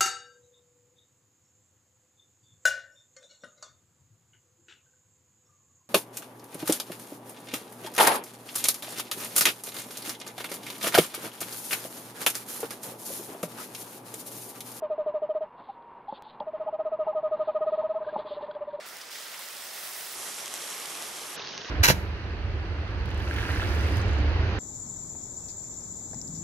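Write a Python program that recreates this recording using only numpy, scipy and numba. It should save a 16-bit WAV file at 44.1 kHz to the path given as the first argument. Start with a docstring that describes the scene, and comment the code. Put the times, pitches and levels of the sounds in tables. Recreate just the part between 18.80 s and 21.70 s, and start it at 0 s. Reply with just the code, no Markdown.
"""Butter sizzling on charcoal

Butter melts onto glowing charcoal in small metal cups outdoors, heard by a close stereo microphone.
Steam is flickering band noise, bubbles are brief rings, crackles are clicks; plops ring longer.
Fat spits as ringing clicks with spray, splutters are puffs of noise, and cup resonances colour the sizzle.
Three spliced parts play at full speed, then slower twice, so pitch and treble step down."""
import sys
import numpy as np
from scipy import signal
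from scipy.fft import rfft, irfft
from scipy.io import wavfile
from scipy.ndimage import uniform_filter1d
from numba import njit

SR = 44100
rng = np.random.default_rng(int(sys.argv[2]) if len(sys.argv) > 2 else 0)


def dump(signal):
    """Clip the signal to [-1, 1] and save it as 16-bit WAV at the path in sys.argv[1]."""
    limited = np.clip(np.atleast_2d(signal).T, -1, 1)
    pcm = np.round(limited * 32767).astype(np.int16)
    wavfile.write(sys.argv[1], SR, pcm)


N = 127890

# Spliced parts. Each row: start in seconds, left minus right in dB.
PARTS = [(0, -4), (1.346, -3.5), (2.558, -3.5)]
# Playing speed of each part, as a share of real time.
SPEEDS = [1, .625, .3125]
# Sizzle level over time, one table a part. Each row: time in seconds, level in dB,
# extra above MIDDLE_HZ in dB, further extra above TREBLE_HZ in dB.
HEAT = [
    [(0, -44.5, -5.5, -15), (.05, -44, -2, -18), (.065, -43, -4, -0.5), (.16, -45.5, -0.5, -8),
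     (.23, -45, -0.5, -8), (.3, -45.5, -0.5, -11), (.315, -44, 4.5, -9), (.43, -45, 4.5, -8),
     (.46, -43.5, 0, -6.5), (.6, -44.5, 2.5, -4.5), (.9, -44.5, 2, -3.5), (1.04, -43, 2, -1.5),
     (1.1, -43.5, 0.5, 0.5), (1.35, -43, 1.5, -1.5)],
    [(1.35, -40.5, -2, 3), (1.6, -41, 1, 1), (1.7, -43, 2.5, -2), (1.85, -41, 1.5, -0.5),
     (2.15, -41.5, 1, -0.5), (2.22, -38.5, -2, -0.5), (2.35, -42, -0.5, -0.5), (2.56, -42, 0.5, -1.5)],
    [(2.56, -38.5, 0.5, -2.5), (2.62, -39, -0.5, -0.5), (2.7, -41, -2, 4.5), (2.8, -40, -0.5, -1),
     (2.9, -40.5, 0, 2)],
]
# Sizzle colour at real speed. Each row: frequency in Hz, gain in dB.
COLOUR_GAIN = [(40, -29.5), (130, -16), (300, -8.5), (600, -0.5), (1000, -3), (3000, -4.5), (7000, -6),
               (12000, -4.5), (18500, -5.5), (20500, -10.5), (21600, -16)]
# Hollow cup resonances at real speed. Each row: frequency in Hz, width in Hz, lift in dB.
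CUP_RESONANCES = [(1323, 170, 3.5), (1890, 490, 4), (3350, 400, 2), (5200, 800, 2.8), (9100, 900, 2.5)]
# Loud spits of fat, levels before the cup colour.
# Each row: time in seconds, ring level in dB, pitch as heard in Hz, spray level in dB.
SPITS = [(0.0878, -28.5, 6400, -39), (0.1694, -25.5, 5500, -37), (0.1857, -28.0, 7500, -40),
         (0.2152, -31.0, 4900, -42), (0.2898, -33.0, 5700, -40), (0.3089, -30.5, 7500, -43),
         (0.3564, -25, 1900, -35), (0.5925, -22.0, 10500, -37), (0.6873, -26.0, 7400, -35),
         (0.7698, -27.0, 7700, -36), (0.782, -24.5, 7400, -40), (1.135, -25.5, 6600, -36),
         (1.3886, -23.0, 7500, -37), (1.5928, -24.0, 7800, -36), (1.6589, -20.5, 7100, -30),
         (1.6797, -25.0, 2800, -30), (1.7399, -12.5, 7800, -25), (1.7565, -27.0, 5400, -33),
         (1.7769, -27.0, 2600, -33), (1.8216, -24.5, 4600, -32), (1.9029, -22.0, 7000, -37),
         (1.9283, -23.0, 5700, -31), (1.98, -21, 10000, -36), (1.9998, -26.0, 6900, -33),
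         (2.0573, -21.0, 7500, -29), (2.0871, -24.0, 7300, -38), (2.1533, -26.0, 6000, -34),
         (2.2239, -22.5, 6800, -29), (2.277, -22, 10000, -36), (2.2853, -20, 11500, -36),
         (2.369, -21, 10500, -38), (2.5535, -25.5, 7900, -39), (2.6486, -25.5, 4400, -35),
         (2.673, -27.5, 4300, -34), (2.7774, -21.0, 3200, -26), (2.8163, -24.5, 3400, -34),
         (2.8464, -26.5, 3600, -36)]
# Rounder splutters. Each row: time in seconds, level in dB, pitch as heard in Hz.
SPLUTTERS = [(.217, -45, 5100), (.356, -46.5, 2150), (0.463, -47, 1500), (0.548, -44, 2230),
             (0.602, -45, 940)]
# Stereo width. Each row: frequency at real speed in Hz, side gain over mid in dB.
SIDE_GAIN = [(40, -29), (130, -16.5), (400, -10), (1000, -7), (16000, -7)]
# Left minus right, added to that of the part. Each row: frequency at real speed in Hz, difference in dB.
LEAN = [(100, 3), (1500, 3), (8000, 1.8)]

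# Sizzle rates and filter frequencies are at real speed.
SPLICE_S = 0.019
SURGES_PER_S, SURGE_SCALE_DB = 40, 1.08
FLICKERS_PER_S, FLICKER_SCALE_DB = 25, 1.36
BUBBLES_PER_S, BUBBLE_DB, BUBBLE_SPREAD_DB, BUBBLE_CYCLES = 3000, -7, 1.5, 3.85
BUBBLE_LOW_HZ, BUBBLE_HIGH_HZ = 730, 21150
CRACKLES_PER_S, CRACKLE_DB, CRACKLE_SPREAD_DB = 500, -11, 4.5
PLOPS_PER_S, PLOP_DB, PLOP_CYCLES, PLOP_LOW_HZ, PLOP_HIGH_HZ = 300, -12.5, 13.8, 889, 12000
MAX_SPREADS = 2.8  # cap on random sizes
SPIT_CYCLES, SPIT_TAIL_S, SPIT_LOW_HZ = 1.6, .0006, 950
SPLUTTER_S, SPLUTTER_HALF_WIDTH = 0.01, 0.13  # half-width as a share of pitch
MIDDLE_HZ, TREBLE_HZ, SLOWED_TOP_HZ = 2440, 7660, 22000
TOP_HZ = 15700  # as heard


def undb(db):
    """dB to amplitude."""
    return 10 ** (np.asarray(db) / 20)


def unit(x):
    """Scale to an RMS of 1."""
    return x / np.sqrt(np.mean(x ** 2))


def along(table, hz):
    """Read a table of Hz and dB on a log frequency axis."""
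    table_hz, table_db = np.array(table).T
    return np.interp(np.log(hz + 1), np.log(table_hz), table_db)


def walk(rate_hz):
    """Random levels held 1 / rate_hz seconds, smoothed twice."""
    hold = int(SR / rate_hz)
    steps = np.repeat(rng.standard_normal(1000), hold)[:N]
    return 0.78 * uniform_filter1d(uniform_filter1d(steps, hold), hold)


def random_times(draws, per_s):
    """Sample indices with exponential gaps, from uniform draws."""
    gaps = -np.log(draws)
    return (np.cumsum(gaps) / per_s * SR).astype(np.int64)


def random_sizes(draws, spread_db):
    """Amplitudes with a capped exponential spread in dB, from uniform draws."""
    return undb(spread_db * np.minimum(-np.log(draws), MAX_SPREADS))


def steep(x, hz):
    """Steep elliptic low-pass."""
    sos = signal.ellip(12, .2, 90, min(hz, .499 * SR), fs=SR, output="sos")
    return signal.sosfilt(sos, x)


def causal(x, db):
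    """Minimum-phase filter from a gain curve in dB, by folding its cepstrum."""
    cepstrum = irfft(db * np.log(10) / 20)
    half = len(cepstrum) // 2
    cepstrum[1:half] *= 2
    cepstrum[half + 1:] = 0
    response = irfft(np.exp(rfft(cepstrum)))
    return signal.fftconvolve(x, response[None], axes=1)[:, :N]


@njit
def rings(at, hz, cycles, size, n, sr):
    """Sum of decaying cosines, each down by e^2 after the given cycles."""
    y = np.zeros(n)
    for k in range(len(at)):
        turn = np.exp(complex(-hz[k] / cycles / sr * 2, 2 * np.pi * hz[k] / sr))
        z = complex(size[k], 0)
        end = min(n, at[k] + int(3 * cycles * sr / hz[k]) + 2)
        for i in range(at[k], end):
            y[i] += z.real
            z *= turn
    return y


def hiss(speed, surge):
    """Steam: half-octave noise bands surge together and flicker separately."""
    hz = np.fft.rfftfreq(N, 1 / SR)
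    noise = rfft(rng.standard_normal(N))
    # end bands take all below and above
    band = np.round(2 * np.log2(hz / speed / 500 + 1e-9)).clip(0, 11)
    out = 0
    for k in range(12):
        flicker = undb(FLICKER_SCALE_DB * walk(FLICKERS_PER_S * speed))
        out = out + irfft(noise * (band == k), N) * flicker
    return unit(out * surge)


def bursts(speed, surge):
    """Bubbles ring briefly, pitches spread evenly in Hz; crackles are single clicks of either sign."""
    gap, pitch, size, click_gap, click_size = rng.random((12000, 5)).T
    at = random_times(gap, BUBBLES_PER_S * speed)
    hz = speed * (BUBBLE_LOW_HZ + (BUBBLE_HIGH_HZ - BUBBLE_LOW_HZ) * pitch)
    sizes = random_sizes(size, BUBBLE_SPREAD_DB) * np.sqrt(hz)
    bubbles = unit(rings(at, hz, 1. * BUBBLE_CYCLES, sizes, N, 1. * SR))

    at = random_times(click_gap, CRACKLES_PER_S * speed)
    sizes = random_sizes(click_size, CRACKLE_SPREAD_DB) * np.sign(pitch - .5)
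    crackles = unit(np.bincount(at, sizes)[:N])
    return surge * (undb(BUBBLE_DB) * bubbles + undb(CRACKLE_DB) * crackles)


def plops(speed):
    """Bubbles in the pooled fat: fewer, longer rings, at pitches spread evenly in octaves."""
    gap, pitch, size = rng.random((3000, 3)).T
    at = random_times(gap, PLOPS_PER_S * speed)
    hz = speed * PLOP_LOW_HZ * (PLOP_HIGH_HZ / PLOP_LOW_HZ) ** pitch
    sizes = random_sizes(size, BUBBLE_SPREAD_DB) * hz
    return undb(PLOP_DB) * unit(rings(at, hz, 1. * PLOP_CYCLES, sizes, N, 1. * SR))


def spits(speed):
    """Fat spits: a click rings a few cycles with a short decaying spray; thin in the bass."""
    s, ring_db, hz, spray_db = np.array(SPITS).T
    at = (s * SR).astype(np.int64)
    ring = rings(at, hz, 1. * SPIT_CYCLES, undb(ring_db), N, 1. * SR)
    fade = np.exp(-speed / (SPIT_TAIL_S * SR))
    envelope = signal.lfilter([1], [1, -fade], np.bincount(at, undb(spray_db), N))
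    spray = envelope * rng.standard_normal(N) / np.sqrt(speed)
    thin = signal.butter(1, SPIT_LOW_HZ * speed, "high", fs=SR, output="sos")
    return signal.sosfilt(thin, ring + spray)


def sizzle(speed, surge):
    """One channel of steam, bubbles, crackles and plops; all but the plops surge."""
    return hiss(speed, surge) + bursts(speed, surge) + plops(speed)


def cup_lift_db(hz):
    """Hollow cups: a resonant peak in dB at each of their pitches."""
    return sum(db / (1 + (2 * (hz - f) / w) ** 2) for f, w, db in CUP_RESONANCES)


def part(speed, pan_db, heat):
    """One playing speed scales sizzle pitches, rates and filters; spits keep their times and pitches."""
    t = np.arange(N) / SR
    s, level_db, middle_db, treble_db = np.array(heat).T
    hz = np.fft.rfftfreq(2048, 1 / SR) / speed  # at real speed
    colour = along(COLOUR_GAIN, hz) + cup_lift_db(hz)

    surge = undb(SURGE_SCALE_DB * walk(SURGES_PER_S * speed))
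    mid = causal(sizzle(speed, surge)[None], colour)[0]
    side = causal(sizzle(speed, surge)[None], colour + along(SIDE_GAIN, hz))[0]
    pair = np.array([mid + side, mid - side])

    # level reference: mid within 400-6500 Hz, before the tilts
    reference = signal.butter(4, [400, 6500], "band", fs=SR, output="sos")
    scale = np.std(signal.sosfilt(reference, mid))
    for edge_hz, db in ((MIDDLE_HZ, middle_db), (TREBLE_HZ, treble_db)):
        split = signal.butter(2, edge_hz * speed, fs=SR, output="sos")
        low = signal.sosfiltfilt(split, pair)
        pair = low + (pair - low) * undb(np.interp(t, s, db))
    pair = pair * undb(np.interp(t, s, level_db)) / scale

    # spits take the cup lift, and the colour slope only above TREBLE_HZ
    spit_colour = colour - along(COLOUR_GAIN, np.minimum(hz, TREBLE_HZ))
    pair = pair + causal(spits(speed)[None], spit_colour)
    lean = (pan_db + along(LEAN, hz)) / 2
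    pair = np.vstack([causal(pair[:1], lean), causal(pair[1:], -lean)])
    return steep(pair, SLOWED_TOP_HZ * speed)


def splutters():
    """Puffs of band noise around one pitch, under a Gaussian envelope."""
    t, out = np.arange(N) / SR, 0
    for s, db, hz in SPLUTTERS:
        edges_hz = [hz * (1 - SPLUTTER_HALF_WIDTH), hz * (1 + SPLUTTER_HALF_WIDTH)]
        band = signal.butter(1, edges_hz, "band", fs=SR, output="sos")
        noise = unit(signal.sosfilt(band, rng.standard_normal(N)))
        out = out + undb(db) * np.exp(-((t - s) / SPLUTTER_S) ** 2) * noise
    return out


def scene():
    """Parts joined by short equal-power cross-fades, plus centred splutters."""
    t = np.arange(N) / SR
    rise = [np.ones(N)]
    rise += [np.clip((t - start_s) / SPLICE_S + .5, 0, 1) for start_s, _ in PARTS[1:]]
    rise += [np.zeros(N)]
    out = 0
    for k, (_, pan_db) in enumerate(PARTS):
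        fade = np.sin(np.pi / 2 * (rise[k] - rise[k + 1]))
        out = out + fade * part(SPEEDS[k], pan_db, HEAT[k])
    return out + splutters()


def record(dry):
    """Cut steeply above TOP_HZ."""
    return steep(dry, TOP_HZ)


dry = scene()
out = record(dry)
dump(out)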